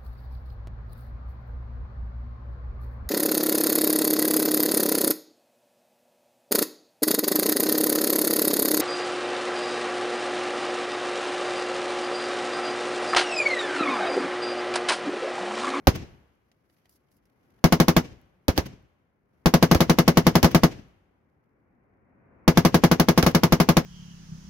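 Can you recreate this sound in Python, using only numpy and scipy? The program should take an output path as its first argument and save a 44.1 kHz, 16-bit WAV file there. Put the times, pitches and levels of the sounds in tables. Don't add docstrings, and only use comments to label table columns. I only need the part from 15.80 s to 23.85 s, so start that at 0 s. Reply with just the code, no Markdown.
import sys
import numpy as np
from scipy import signal
from scipy.fft import irfft
from scipy.io import wavfile

SR = 44100
rng = np.random.default_rng(int(sys.argv[2]) if len(sys.argv) > 2 else 0)


def dump(signal):
    limited = np.clip(np.atleast_2d(signal).T, -1, 1)
    pcm = np.round(limited * 32767).astype(np.int16)
    wavfile.write(sys.argv[1], SR, pcm)


N = 355005
SHORT, LONG = SR // 4, SR


# t/s, level/dB
ROUNDS = [(1.8406, -0.8), (1.9233, -3), (2.0, -2), (2.082, -3.3), (2.1653, -3), (3.6582, -3.5),
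          (3.7387, -1.5), (3.8259, -1.5), (3.913, -1.5), (4.0051, -3.5), (4.0964, -2.2), (4.1861, -2.5),
          (4.2786, -1.5), (4.372, -1), (4.4666, -1.1), (4.5536, -1), (4.6441, -1.5), (4.7468, -0.5),
          (4.8342, -1), (6.6782, 0.2), (6.773, -0.8), (6.8498, -2), (6.9434, -2), (7.037, -0.8),
          (7.1137, -3), (7.1976, -3.5), (7.2854, -2.5), (7.3765, -2.1), (7.464, -3.5), (7.548, -2.5),
          (7.634, -3), (7.7229, -2), (7.8008, -3), (7.8885, -1.8), (7.9682, -3)]
# delay/s, level/dB, low-pass f/Hz
DIRECT_PATH = (0, -3.6, 3140)
# f/Hz, t60/s, level/dB, delay/s
HOLLOW_MODES = [(178, .09, -31, .0232), (242, 0.091, -24, .0242), (338.7, .055, -14, .0089),
                (487, 0.089, -20.5, .0001), (685.2, .1, -20.5, .001), (951, .11, -27, .0001),
                (1096, 0.053, -21, .0001), (1233, .06, -30, .0002), (1316, 0.054, -32.5, .0002),
                (1669, 0.1, -27.5, .0002), (2024, .11, -29.5, .0002)]
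# f/Hz, t60/s, level/dB
STEEL_MODES = [(2980, .15, -57), (6030, .22, -55.5), (6070, 0.2, -60), (11600, .2, -73)]
def machine_gun(boom_db, scatter_db, crack_db, hollow_db):
    out, count = np.zeros((2, N)), len(ROUNDS)
    paths = [DIRECT_PATH] + flutter(count=6)
    hollows = np.zeros((1, SHORT))
    for hz, t60, db, delay in HOLLOW_MODES:
        add(hollows, delay, from_db(db) * ring(hz, t60))
    steel = sum(from_db(db) * ring(hz, t60) for hz, t60, db in STEEL_MODES)
    fronts = cracks(count, t60=0.034, rise_s=0.00063, bounce_s=.0024, bounce_db=-3)
    fronts = fronts * from_db(rng.normal(0, 1.0, (count, 1, 1)))
    for (s, db), scatter, crack in zip(ROUNDS, rubble(count, same=0.42), fronts):
        boom = blast(paths, swing_hz=150, damping=1.1, bleed_hz=40, wander_s=.00006, spread_db=.7)
        body = from_db(boom_db) * boom + from_db(hollow_db) * hollows
        bright_db = 0.24 * db
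        add(out, s, from_db(db) * body * pan(left_db=1.1))
        add(out, s, from_db(bright_db + scatter_db) * scatter * pan(left_db=.7))
        add(out, s, from_db(bright_db + crack_db) * crack * pan(left_db=-.4))
        add(out, s, steel * from_db(rng.normal(0, 3, (2, 1))))
    return out


def blast(paths, swing_hz, damping, bleed_hz, wander_s, spread_db):
    jf = 1j * np.fft.rfftfreq(SHORT, 1 / SR)
    u = jf / swing_hz
    swing = SR / (2 * np.pi * swing_hz) * u / (u * u + damping * u + 1)
    pulse = swing * jf / (jf + bleed_hz)
    arrivals = 0
    for delay, db, dull_hz in paths:
        late = np.maximum(delay + wander_s * rng.standard_normal((2, 1)), 0)
        gain = from_db(db + spread_db * rng.standard_normal((2, 1)))
        arrivals = arrivals + gain * np.exp(-2 * np.pi * jf * late) / (1 + jf / dull_hz)
    return irfft(pulse * arrivals, SHORT)


# first arrival t/s, round trip/s, level/dB, leak/dB, low-pass f/Hz
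BOULDER_GAPS = [(.00332, .00596, 7.6, .94, 100), (.00809, .0124, -4.5, 3.6, 530)]
def flutter(count):
    return [(first_s + k * trip_s, db - leak_db * k * k, dull_hz)
            for first_s, trip_s, db, leak_db, dull_hz in BOULDER_GAPS for k in range(count)]


# f/Hz, level/dB
CRACK_EQ = [(700, -11), (1500, 6), (3000, 0.5), (5800, 1.5), (8300, -17.5), (12500, -1), (16000, -9)]
def cracks(count, t60, rise_s, bounce_s, bounce_db):
    t = np.arange(SHORT // 4) / SR
    front = (1 - np.exp(-t / rise_s)) * decay(t, t60)
    bounce = from_db(bounce_db) * np.exp(-((t - bounce_s) / 0.001) ** 2)
    return noise(CRACK_EQ, size=len(t), count=count) * (front + bounce)


# f/Hz, level/dB
RUBBLE_EQ = [(100, -18), (300, -1.5), (600, 0), (1100, -3), (1600, -5), (2500, -10), (4000, -13.5),
             (5800, -10.5), (7000, -31), (8500, -29.5), (12500, -15.5), (16000, -26.5)]
# f/Hz, t60/s
RUBBLE_DECAY = [(150, 0.23), (600, 0.12), (2000, 0.095), (6000, .095), (12000, .085)]
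def rubble(count, same):
    draws = noise(RUBBLE_EQ, size=SHORT, t60=RUBBLE_DECAY, count=count + 1)
    build_up = 1 - np.exp(-np.arange(SHORT) / SR / 0.0041)
    return (np.sqrt(same) * draws[0] + np.sqrt(1 - same) * draws[1:]) * build_up


# t/s, level/dB
LOW_THUMPS = [(2.1643, -15.5), (4.7468, -20.5), (4.8347, -12.5), (7.7233, -10.5), (7.9685, -17.5)]
def low_thumps(opening_db, fade_db_per_s, steady_db, spread_db, pause_s):
    out, times = np.zeros((2, N)), np.array(ROUNDS)[:, 0]
    opens_burst = np.diff(times, prepend=0) > pause_s
    burst_start = np.maximum.accumulate(times * opens_burst)
    floor_db = steady_db + spread_db * rng.standard_normal(len(times))
    thump_db = np.maximum(opening_db - fade_db_per_s * (times - burst_start), floor_db)
    for s, db in [*zip(times, thump_db), *LOW_THUMPS]:
        add(out, s, from_db(db) * thump(hz=57.5, t60=0.039, uneven=1.3))
    return out


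def thump(hz, t60, uneven):
    side = uneven * rng.choice([-1, 1]) * np.array([[1], [-1]])
    return ring(hz, t60) + side * ring(hz * rng.uniform(.6, 1.1), t60)


# t/s, blast level/dB, crack level/dB, thump level/dB
SINGLE_SHOTS = [(0.071, 6, 2.5, 2.5), (2.6818, -1.1, -2.5, -2), (2.777, -2.5, -2.4, -13.5),
                (3.9478, -0.6, -3.4, 0.4), (4.6289, 0, 1.8, -13.5), (7.4266, -4.5, -2.6, -44)]
# delay/s, level/dB, low-pass f/Hz
SINGLE_PATHS = [(0.0, -16.9, 6000), (0.00332, -5.8, 390), (0.00493, -11.9, 910), (0.00636, 2.5, 290),
                (0.01008, -11.6, 740), (0.01613, -18.6, 900), (0.01801, -1.1, 120)]
def single_shots(boom_db, scatter_db, crack_db, thump_db, bark_db, slap_db, slap_s):
    out, count = np.zeros((2, N)), len(SINGLE_SHOTS)
    fronts = cracks(count, t60=0.019, rise_s=.0004, bounce_s=0.00083, bounce_db=-7)
    slap = noise(CRACK_EQ, size=SHORT // 8)[0] * np.hanning(SHORT // 8) ** 2
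    for (s, db, bright_db, low_db), scatter, crack in zip(SINGLE_SHOTS, rubble(count, same=.4), fronts):
        boom = blast(SINGLE_PATHS, swing_hz=126, damping=2.2, bleed_hz=40, wander_s=.0002, spread_db=2)
        bark = np.array([ring(hz, t60=.014) for hz in 780 * rng.uniform(.85, 1.15, 2)])
        body = from_db(boom_db) * boom + from_db(db + bark_db) * bark
        add(out, s, from_db(db) * body)
        add(out, s, from_db(bright_db + scatter_db) * scatter)
        add(out, s, from_db(bright_db + crack_db) * crack)
        add(out, s, from_db(low_db + thump_db) * thump(hz=62.2, t60=0.044, uneven=1.4))
        add(out, s + slap_s, from_db(bright_db + slap_db) * slap)
    return out


# f/Hz, level/dB
ROLL_EQ = [(30, -10), (60, -1), (170, 2.5), (400, -5.5), (900, -20), (1300, -24), (1900, -18.5),
           (2600, -18), (4000, -25), (6000, -21.5), (8500, -38), (12500, -31), (16000, -44.5)]
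# f/Hz, t60/s
ROLL_DECAY = [(60, .65), (200, 0.46), (800, 0.47), (2500, .42), (6000, 0.4), (12000, .26)]
# delay/s, level/dB
CLIFF_SLAPS = [(0.088, 1), (0.159, 0.5), (.275, -2.5)]
# f/Hz, level/dB
VALLEY_EQ = [(50, -6), (200, -2.5), (700, -6.5), (1400, -10), (2600, -13), (4000, -26), (6000, -27),
             (8500, -36.5), (12000, -33), (16000, -43.5)]
def slopes(roll_db, single_db, early_db, valley_db, valley_t60):
    out, t = np.zeros((2, N)), np.arange(LONG) / SR
    shots = list(ROUNDS) + [(s, db + single_db) for s, db, *_ in SINGLE_SHOTS]
    answered = .5 + .5 * np.tanh((t - CLIFF_SLAPS[0][0] + 0.0092) / .006)
    swell = from_db(early_db) * (1 - np.exp(-t / .02)) + answered
    for delay, db in CLIFF_SLAPS:
        swell = swell + from_db(db) * np.exp(-((t - delay) / .011) ** 2)
    roll = noise(ROLL_EQ, size=LONG, t60=ROLL_DECAY, count=5) * swell
    valley = noise(VALLEY_EQ, size=LONG, count=5) * answered * decay(t, valley_t60)
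    shared, *variants = roll + from_db(valley_db) * valley
    for k, (s, db) in enumerate(shots):
        stirred = variants[k % len(variants)]
        add(out, s, from_db(db + roll_db) * (shared + stirred) / np.sqrt(2))
    return out


# t/s, level/dB, centre f/Hz
CLINKS = [(0.7157, -62.5, 1850), (0.8982, -65, 1780), (0.966, -71, 1650), (1.056, -60.5, 1870),
          (1.0937, -56, 11100), (1.3162, -67, 6150), (1.3676, -66, 11600), (1.4544, -67.5, 5110)]
# f/Hz, t60/s, level/dB
CLINK_MODES = [(700, .03, 2.5), (1880, 0.024, -1), (2800, .03, -6), (4970, .035, -6), (5800, .02, -9),
               (11130, .015, -4)]
def clinks(ring_db, tick_db, tick_t60):
    out, t = np.zeros((2, N)), np.arange(SHORT) / SR
    for s, db, centre_hz in CLINKS:
        edges_hz = [centre_hz * 0.65, min(centre_hz * 2.4, SR * .4)]
        band = signal.butter(1, edges_hz, "band", fs=SR, output="sos")
        tick = signal.sosfilt(band, rng.standard_normal((2, SHORT)) * decay(t, tick_t60))
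        add(out, s, from_db(db + tick_db) * tick / np.abs(tick).max())
        for hz, t60, mode_db in CLINK_MODES:
            near = np.exp(-(np.log(hz / centre_hz) / 1.5) ** 2)
            add(out, s, from_db(db + ring_db + mode_db) * near * ring(hz * rng.uniform(0.97, 1.06), t60))
    return out


# f/Hz, level/dB
RUSTLE_EQ = [(1000, -1), (1700, 2), (2800, 0), (3800, -7), (5500, -5), (8000, -17.5), (11500, -7),
             (14000, -11), (16000, -18)]
# t/s, length/s, level/dB
SCUFFS = [(.86, .14, -80), (1.083, .1, -70), (1.295, .1, -76)]
# f/Hz, level/dB
SCUFF_EQ = [(2000, -30), (4000, -8), (5500, -1), (8300, -11), (11300, 0), (14500, -3), (16000, -12)]
def rustle(hiss_db, grain_db):
    t = np.arange(SHORT) / SR
    _, ride_db = bed_levels()
    out = from_db(hiss_db + ride_db) * noise(RUSTLE_EQ, size=N)[0]
    for (s, length, db), scuff in zip(SCUFFS, noise(SCUFF_EQ, size=SHORT, count=len(SCUFFS))):
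        add(out, s, from_db(db) * np.sin(np.pi * np.minimum(t / length, 1)) * scuff)
    knots = np.arange(0, N, SR // 150)
    grains = np.interp(np.arange(N), knots, rng.standard_normal(len(knots)))
    return from_db(grain_db * grains) * out


# f/Hz, level/dB
AMBIENCE_EQ = [(18, -44.5), (30, -22), (53, -4.5), (205, -4.5), (1730, -23), (2250, -24), (2840, -38),
               (6200, -48.5), (9150, -56.5), (12200, -42), (15000, -62.5)]
def ambience(level_db, edge_hz):
    lowpass = signal.butter(10, edge_hz, fs=SR, output="sos")
    ride_db, _ = bed_levels()
    return from_db(level_db + ride_db) * signal.sosfilt(lowpass, noise(AMBIENCE_EQ, size=N)[0])


# t/s, ambience level/dB, rustle level/dB
BED_OPENING = [(.05, -62, -82)]
# t/s, ambience level/dB, rustle level/dB
BED_PAUSES = [
    [(0.6, -72, -90), (0.952, -71.5, -84), (1.498, -70, -88), (1.74, -65.5, -81)],
    [(3.2, -71, -96), (3.44, -72.5, -99), (3.56, -68.5, -87)],
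    [(5.3, -69, -98.5), (5.584, -69.5, -98), (6.254, -64.5, -102), (6.63, -57.5, -100)],
]
def bed_levels():
    s, *levels = np.concatenate([BED_OPENING, *BED_PAUSES]).T
    return [np.interp(np.arange(N) / SR, s, db) for db in levels]


# f/Hz, left-right correlation
STEREO_IMAGE = [(60, .7), (200, .88), (600, 0.2), (1200, 0), (2200, 0), (12000, 0.02)]
def noise(spectrum, size, t60=None, count=1):
    edges = 25 * 2 ** np.arange(0, 9.6, .5)
    white = rng.standard_normal((2, 2, count, size + SR // 10))
    out, power = 0, 0
    for k, (low, high) in enumerate(zip(edges, edges[1:])):
        band = signal.butter(2, [low, high], "band", fs=SR, output="sos")
        mid, side = signal.sosfilt(band, white[k % 2])[..., -size:]
        hz = np.sqrt(low * high)
        alike, gain = at_hz(STEREO_IMAGE, hz), from_db(at_hz(spectrum, hz))
        mid, side = np.sqrt(1 + alike) * mid, np.sqrt(1 - alike) * side
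        fade = 1 if t60 is None else decay(np.arange(size) / SR, at_hz(t60, hz))
        out = out + gain * fade * np.stack([mid + side, mid - side], axis=1)
        power += gain ** 2 * (high - low) * 2 / (SR / 2)
    return out / np.sqrt(power)


def ring(hz, t60):
    t = np.arange(SHORT) / SR
    return np.sin(2 * np.pi * hz * t) * decay(t, t60)


def decay(t, t60):
    return np.exp(-np.log(1000) * t / t60)


def from_db(db):
    return 10 ** (np.asarray(db) / 20)


def pan(left_db):
    return from_db([[left_db], [-left_db]])


def at_hz(points, hz):
    freqs, values = np.array(points).T
    return np.interp(np.log(hz), np.log(freqs), values)


def add(track, s, sound):
    start = max(round(s * SR), 0)
    part = track[:, start:start + sound.shape[-1]]
    part += sound[..., :part.shape[-1]]


def port(x, hz, q, db):
    return x + (from_db(db) - 1) * signal.lfilter(*signal.iirpeak(hz, q, fs=SR), x)


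def scene():
    guns = machine_gun(boom_db=2.5, scatter_db=-11.5, crack_db=-17, hollow_db=1.5)
    guns += low_thumps(opening_db=-9, fade_db_per_s=119, steady_db=-32, spread_db=2.5, pause_s=.3)
    guns += single_shots(boom_db=3.5, scatter_db=-15.0, crack_db=-14.5, thump_db=-17, bark_db=-15,
                         slap_db=-40.5, slap_s=.072)
    roll = slopes(roll_db=-32, single_db=-1.5, early_db=-3.5, valley_db=-19.5, valley_t60=1.1)
    foley = clinks(ring_db=-2.5, tick_db=6.5, tick_t60=0.038) + rustle(hiss_db=4.5, grain_db=3.0)
    backdrop = roll + ambience(level_db=1.5, edge_hz=2600)
    return guns + backdrop * pan(left_db=1.1) + foley


def record(dry):
    ceiling, cutoff_hz = 1.05, 15900
    thin = signal.sosfilt(signal.butter(2, 37, "high", fs=SR, output="sos"), dry)
    rounded = ceiling * np.tanh(thin / ceiling)
    dipped = port(rounded, hz=8450, q=2.9, db=-4.5)
    left, right = port(dipped, hz=12500, q=3.6, db=3.5)
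    coloured = np.array([port(left, hz=4140, q=2.4, db=-2.0), port(right, hz=4260, q=2.2, db=1.72)])
    return signal.sosfilt(signal.ellip(12, .1, 80, cutoff_hz, fs=SR, output="sos"), coloured)


dry = scene()
out = record(dry)
dump(out)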